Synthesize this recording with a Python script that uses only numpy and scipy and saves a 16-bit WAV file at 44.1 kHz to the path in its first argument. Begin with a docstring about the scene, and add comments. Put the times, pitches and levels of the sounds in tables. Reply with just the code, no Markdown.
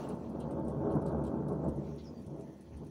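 """Far thunder and light rain at an open window

Far thunder rolls, swells and fades in a room: dense shock clicks, dulled by distance, boom at the room's modes.
Light rain is coloured noise with a patter of small drops; larger drops tick and splash on the sill as
short noise bursts. A small bird gives one falling call, a breathy whistle under a fainter, higher one."""
import sys
import numpy as np
from scipy import signal
from scipy.fft import rfft, irfft
from scipy.io import wavfile
from scipy.ndimage import uniform_filter1d

SR = 44100
rng = np.random.default_rng(int(sys.argv[2]) if len(sys.argv) > 2 else 0)


def log_audio(samples):
    """Write samples as a 16-bit WAV file to the path given in sys.argv[1]."""
    # one column per channel
    frames = np.atleast_2d(samples).T
    # limit to full scale, then quantise
    limited = np.clip(frames, -1, 1)
    pcm = np.round(limited * 32767).astype(np.int16)
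    wavfile.write(sys.argv[1], SR, pcm)


N = 127890


def amp(db):
    """Turn decibels into a linear gain."""
    return 10 ** (np.asarray(db) / 20)


def rms_one(x):
    """Bring a sound to an RMS level of 1."""
    return x / np.sqrt(np.mean(x ** 2) + 1e-20)


def in_time(rows):
    """Draw each column of a table as a curve of straight lines over its first column, the time [s]."""
    s, *columns = np.transpose(rows)
    return [np.interp(np.arange(N) / SR, s, column) for column in columns]


def coloured(x, points):
    """Shape the spectrum of x by a table of (frequency [Hz], level [dB])."""
    hz, db = np.transpose(points)
    f = np.maximum(np.fft.rfftfreq(len(x), 1 / SR), 1)
    gain_db = np.interp(np.log(f), np.log(hz), db, left=-80, right=-80)
    return irfft(rfft(x) * amp(gain_db), len(x))


def band(x, low_hz, high_hz):
    """Keep one band of a sound, with gentle edges."""
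    sos = signal.butter(2, [low_hz, min(high_hz, .45 * SR)], "band", fs=SR, output="sos")
    return signal.sosfilt(sos, x)


def drift(rate_hz):
    """Smooth random wandering with RMS 1: white noise through two equal one-pole lowpasses."""
    r = np.exp(-2 * np.pi * rate_hz / SR)
    noise = rng.standard_normal(N + SR)
    return rms_one(signal.lfilter([1], [1, -2 * r, r * r], noise)[SR:])  # skip the filter's start


def clicks(per_s, spread_db):
    """Random clicks of uneven size and sign."""
    sizes = amp(spread_db * np.minimum(rng.exponential(1, N), 5)) * rng.choice([-1, 1], N)
    return sizes * (rng.random(N) < per_s / SR)


def swell(s, length_s):
    """A bell-shaped rise and fall around the time s."""
    return np.exp(-.5 * ((np.arange(N) / SR - s) / (.4 * length_s)) ** 2)


# The slow course of the roll: (time [s], level of the body 110-400 Hz [dB], boom below 110 Hz
# [dB re body], growl 400-900 Hz [dB re body], rasp 900-1190 Hz [dB re body])
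ROLL = [(0, -42.5, -15.5, -4, -10.5), (.26, -43.5, -9.5, -9, -18.5), (.45, -40.5, -11, -5.5, -15.5),
        (.72, -38, -9, -6.5, -19), (1.05, -38.5, -7, -4.5, -15), (1.45, -37.5, -14.5, -10, -18.5),
        (1.75, -42, -5.5, -5.5, -18.5), (2.05, -49, -5.5, -12.5, -23), (2.4, -45, -15.5, -7, -21),
        (2.62, -55, -11, -11, -21), (2.76, -51.5, 5, -10.5, -18.5), (2.9, -48, -13, -18.5, -26)]
# Borders between the registers boom, body, growl, rasp and top: (frequency [Hz])
REGISTER_EDGES_HZ = [110, 400, 900, 1190]
# Colour left after the long path through air, shaping each register inside: (frequency [Hz], level [dB])
THUNDER_COLOUR = [(20, -30), (45, -26.5), (65, -9.5), (103, -11), (142, 0), (330, -3.5), (560, -6.5),
                  (750, -14.5), (1140, -32.5), (1230, -31), (1590, -38.5), (1800, -57), (2600, -62)]
# Modes of the room: (frequency [Hz], lift [dB])
ROOM_MODES = [(73, 16), (145, 8), (195, 4.5), (233, 8.5), (325, 9), (410, 8.5), (556, 8.5), (655, 8.5),
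              (883, 9.5), (1091, 9.5)]
# Short swells and dips of the roll: (middle time [s], length [s], change of the body [dB],
# change of growl, rasp and top [dB])
SWELLS_AND_DIPS = [(0.122, 0.084, 3, 3), (0.364, 0.084, 3, 0.5), (0.587, 0.031, 5.5, 5.5),
                   (0.879, 0.11, 3.5, 5.5), (0.97, 0.044, 8.5, 6), (1.147, 0.15, 3.5, 3),
                   (1.361, 0.056, 3.5, 2), (1.521, 0.058, 7, 6), (1.668, 0.067, 9, 8),
                   (1.79, 0.021, 9.5, -3), (1.897, 0.14, 4, 3), (2.105, 0.072, 1.5, 5),
                   (2.247, 0.056, 0, -6), (2.332, 0.042, 3, 2), (2.827, 0.05, 5.5, 8)]
# Chance wavering of the noise around the lowest room mode: (peak time [s], lift [dB])
LOW_WAVER = [(1.17, 9), (1.29, 9.5), (1.7, 11), (2.26, 9.5)]
LOW_WAVER_LENGTH_S = 0.055
SHOCKS_PER_S, SHOCK_SPREAD_DB = 2500, 2  # shock waves from the bends of the lightning channel
MODE_WIDTH_HZ, MODE_WIDENS = 5.1, 0.0089  # mode width = this plus a share of its pitch
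# The top, above 1190 Hz, in dB re rasp: it dies faster as the rasp sinks under TOP_AT_DB
TOP_DB, TOP_FOLLOWS, TOP_AT_DB = -10, 0.53, -55


def thunder():
    """Crowded shock waves, dulled by distance, lifted at the room modes; the registers move in level."""
    f = np.fft.rfftfreq(N, 1 / SR)
    room_db = 0
    for hz, lift_db in ROOM_MODES:
        width_hz = MODE_WIDTH_HZ + MODE_WIDENS * hz
        room_db = room_db + lift_db / (1 + (2 * (f - hz) / width_hz) ** 2)
    shocks = coloured(clicks(SHOCKS_PER_S, SHOCK_SPREAD_DB), THUNDER_COLOUR)
    heard = rfft(shocks) * amp(room_db)

    body_db, boom_db, growl_db, rasp_db = in_time(ROLL)
    low_db = sum(db * swell(s, length) for s, length, db, _ in SWELLS_AND_DIPS)
    high_db = sum(db * swell(s, length) for s, length, _, db in SWELLS_AND_DIPS)
    waver_db = sum(db * swell(s, LOW_WAVER_LENGTH_S) for s, db in LOW_WAVER)
    top_db = rasp_db + TOP_DB + TOP_FOLLOWS * (body_db + rasp_db - TOP_AT_DB)
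    registers_db = [boom_db + waver_db, low_db, growl_db + high_db, rasp_db + high_db, top_db + high_db]

    # lowpass curves whose differences cut out the registers
    below = [0 * f] + [1 / (1 + (f / hz) ** 12) for hz in REGISTER_EDGES_HZ] + [0 * f + 1]
    out = 0
    for k, db in enumerate(registers_db):
        part = irfft(heard * (below[k + 1] - below[k]), N)
        # even out the register's own slow loudness, so that the curves set it
        power = uniform_filter1d(uniform_filter1d(part ** 2, size=4500), size=4500)
        out = out + amp(body_db + db) * part / np.sqrt(power + 1e-20)
    return out


# Hiss of the rain: (time [s], level within 2.2-7 kHz [dB])
RAIN = [(0, -57.5), (.14, -66.5), (.5, -70.5), (1.5, -73), (1.9, -66.5), (2.3, -69.5), (2.9, -69)]
# Tone colour of the hiss, relative: (frequency [Hz], level [dB])
RAIN_COLOUR = [(1000, -5), (1700, -1.5), (2400, -5), (5130, -10), (6240, -7.5), (8180, -20.5), (9680, -15),
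               (13400, -30), (15000, -19), (15900, -26.5)]
RAIN_PATCH_DB = 1.1  # each band of the hiss wavers a little
PATTER_PER_S, PATTER_DB, PATTER_SPREAD_DB, PATTER_HZ = 45, -88, 3.5, 9600  # small far drops


def rain():
    """A patchy hiss, band by band, with a bright patter of small drops in it."""
    hiss = coloured(rng.standard_normal(N), RAIN_COLOUR)
    hiss = hiss / np.std(band(hiss, 2200, 7000))
    edges_hz = np.geomspace(900, 16500, 11)
    gust = drift(9)  # shared by all bands
    patchy = 0
    for low_hz, high_hz in zip(edges_hz, edges_hz[1:]):
        waver_db = RAIN_PATCH_DB * (.6 * gust + drift(12))
        patchy = patchy + amp(waver_db) * band(hiss, low_hz, high_hz)

    ring = np.exp(-np.arange(2000) / 77.0) * rng.standard_normal(2000)  # a noise burst of a few ms
    patter = signal.fftconvolve(clicks(PATTER_PER_S, PATTER_SPREAD_DB), ring)[:N]
    for _ in range(2):  # twice for steeper edges
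        patter = band(patter, 0.85 * PATTER_HZ, 1.17 * PATTER_HZ)
    return amp(in_time(RAIN)[0]) * patchy + amp(PATTER_DB) * rms_one(patter)


SPLASH_T60_S, SPLASH_RISE_S, SPLASH_HOLD_S = 0.1, 0.0025, 0.033  # the hold is for large splashes only
SPLATTER_PER_S, SPLATTER_DB = 250, 2.5  # a splash breaks into droplets: flicker rate [Hz] and depth


def splatter(length):
    """Noise with a fast random flicker, as water breaking into droplets."""
    return rng.standard_normal(length) * amp(SPLATTER_DB * drift(SPLATTER_PER_S)[:length])


# Larger drops splash: (time [s], level of the patch before its envelope [dB], centre [Hz])
SPLASHES = [(0.013, -73.5, 3000), (0.09, -71, 3100), (0.235, -76.5, 3160), (0.324, -82, 3400),
            (0.399, -70, 3280), (0.501, -76, 2330), (0.895, -76, 3360), (1.059, -72, 3770),
            (1.245, -74, 3520), (1.848, -76, 2100), (1.98, -66, 3800), (2.719, -75, 2120)]
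# Modes of the sill, ringing faintly under a splash: (frequency [Hz])
SILL_HZ = [2074, 2867, 3195, 3920, 4350, 6500]
SILL_DB = -7  # re patch, for a mode at the splash's centre, before its random share


def splashes():
    """A soft ragged patch of noise round its own centre; the sill's modes ring in new shares."""
    out, t = np.zeros(N + SR), np.arange(SR // 6) / SR
    fall = amp(-60 * np.maximum(t - SPLASH_HOLD_S, 0) / SPLASH_T60_S)
    shape = (1 - np.exp(-t / SPLASH_RISE_S)) * fall
    for s, db, hz in SPLASHES:
        x = splatter(len(t))
        patch = rms_one(band(band(x, hz / 1.35, hz * 1.35), hz / 1.35, hz * 1.35))
        sill = 0
        for mode_hz in SILL_HZ:
            # 10 dB weaker per octave away from the splash
            mode_db = SILL_DB + rng.normal(0, 4) - 10 * abs(np.log2(mode_hz / hz))
            sill = sill + amp(mode_db) * rms_one(band(x, mode_hz - 35, mode_hz + 35))
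        out[int(s * SR):][:len(t)] += amp(db) * shape * (patch + sill)
    return out[:N]


# Drops tick on the sill: (time [s], nominal peak level [dB], pitch [Hz])
DROPS = [(0.0876, -49.5, 9500), (0.148, -60.5, 9400), (0.292, -56, 10500), (0.3996, -53, 9100),
         (0.5082, -54.5, 9000), (0.6474, -61, 8900), (0.6792, -54, 9240), (0.6974, -59, 9100),
         (0.9177, -59, 9600), (0.9482, -59.5, 10100), (1.015, -61.5, 9700), (1.0595, -52, 8600),
         (1.081, -58, 9900), (1.2383, -53, 8950), (1.264, -53, 7350), (1.482, -54, 10500),
         (1.5219, -60, 9350), (1.6396, -60, 7340), (1.683, -54, 9280), (1.7574, -62, 9800),
         (2.215, -62, 9900), (2.2608, -58, 9200), (2.4064, -58, 7040), (2.6065, -57, 9800),
         (2.7675, -59.5, 9200), (2.8439, -67, 9900), (2.865, -63.5, 9500)]
TICK_T60_S, TICK_TAIL_T60_S, TICK_TAIL_DB = 0.042, 0.097, 3  # the slower tail is set re the tick
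TICK_WIDTH_HZ, TICK_BROAD_DB = 880, -2.5  # width of the pitched part; broad part re pitched part
SPRAY_DB = -14.5  # re the nominal peak, before its envelope


def drops():
    """Each drop: a sharp bright tick with a short ragged tail and a duller spray."""
    out, t = np.zeros(N + SR), np.arange(SR // 6) / SR
    fall = amp(-60 * t / TICK_T60_S) + amp(TICK_TAIL_DB - 60 * t / TICK_TAIL_T60_S)
    tick_shape = (1 - np.exp(-t / 0.0016)) * fall
    spray_shape = (1 - np.exp(-t / SPLASH_RISE_S)) * amp(-60 * t / SPLASH_T60_S)
    for s, db, hz in DROPS:
        x = splatter(len(t))
        broad = band(band(x, 7800, 11300), 7800, 11300)
        broad = broad + .35 * band(x, 4500, 7500) + .3 * band(x, 14000, 16000)
        pitched = rms_one(band(x, hz - TICK_WIDTH_HZ / 2, hz + TICK_WIDTH_HZ / 2))
        tick = pitched + amp(TICK_BROAD_DB) * rms_one(broad)
        spray = rms_one(band(band(x, 2500, 7500), 2500, 7500))
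        # 18 dB of room for the noise peaks of the tick
        drop = amp(db - 18) * tick * tick_shape + amp(db + SPRAY_DB) * spray * spray_shape
        out[int(s * SR):][:len(t)] += drop
    return out[:N]


def whistle(hz, width_hz):
    """A tone blurred by breath: its sine and cosine parts wander at random."""
    phase = 2 * np.pi * np.cumsum(hz + np.zeros(N)) / SR
    return drift(width_hz) * np.sin(phase) + drift(width_hz) * np.cos(phase)


# The falling call: (time [s], pitch [Hz], level [dB])
BIRD = [(1.83, 5650, -81.5), (2.03, 5600, -81), (2.048, 5600, -67), (2.07, 5170, -63), (2.135, 5010, -83),
        (2.15, 4740, -73), (2.19, 4640, -73), (2.235, 4580, -83)]
# Breath blur of the soft and of the loud whistle: (drift rate [Hz])
BIRD_BREATH_HZ = [60, 330]
# A faint higher whistle: (middle time [s], length [s], pitch [Hz], level [dB])
THIN_TONE = (2, 0.9, 6698.5, -88)
BIRD_LOUD_DB = -70.5  # the call is half soft, half loud at this level


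def bird():
    """One whistle that falls in steps, thin when soft and broad when loud, under a fainter high one."""
    hz, db = in_time(BIRD)
    t = np.arange(N) / SR
    on = (t > BIRD[0][0]) & (t < BIRD[-1][0])
    loud = np.clip((db - BIRD_LOUD_DB) / 4 + .5, 0, 1)
    soft_hz, loud_hz = BIRD_BREATH_HZ
    call = np.sqrt(1 - loud) * whistle(hz, soft_hz) + np.sqrt(loud) * whistle(hz, loud_hz)
    s, length, high_hz, high_db = THIN_TONE
    thin = amp(high_db) * swell(s, length) * whistle(high_hz, soft_hz)
    return on * amp(db) * call + thin


def scene():
    """All layers together, in one channel."""
    return (thunder() + rain() + splashes() + drops() + bird())[None]


CUTOFF_HZ = 15800


def record(dry):
    """The top is cut by a steep lowpass, 50 dB down from just above the cutoff."""
    return signal.sosfilt(signal.cheby2(24, 50, CUTOFF_HZ + 150, fs=SR, output="sos"), dry)


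dry = scene()
out = record(dry)
log_audio(out)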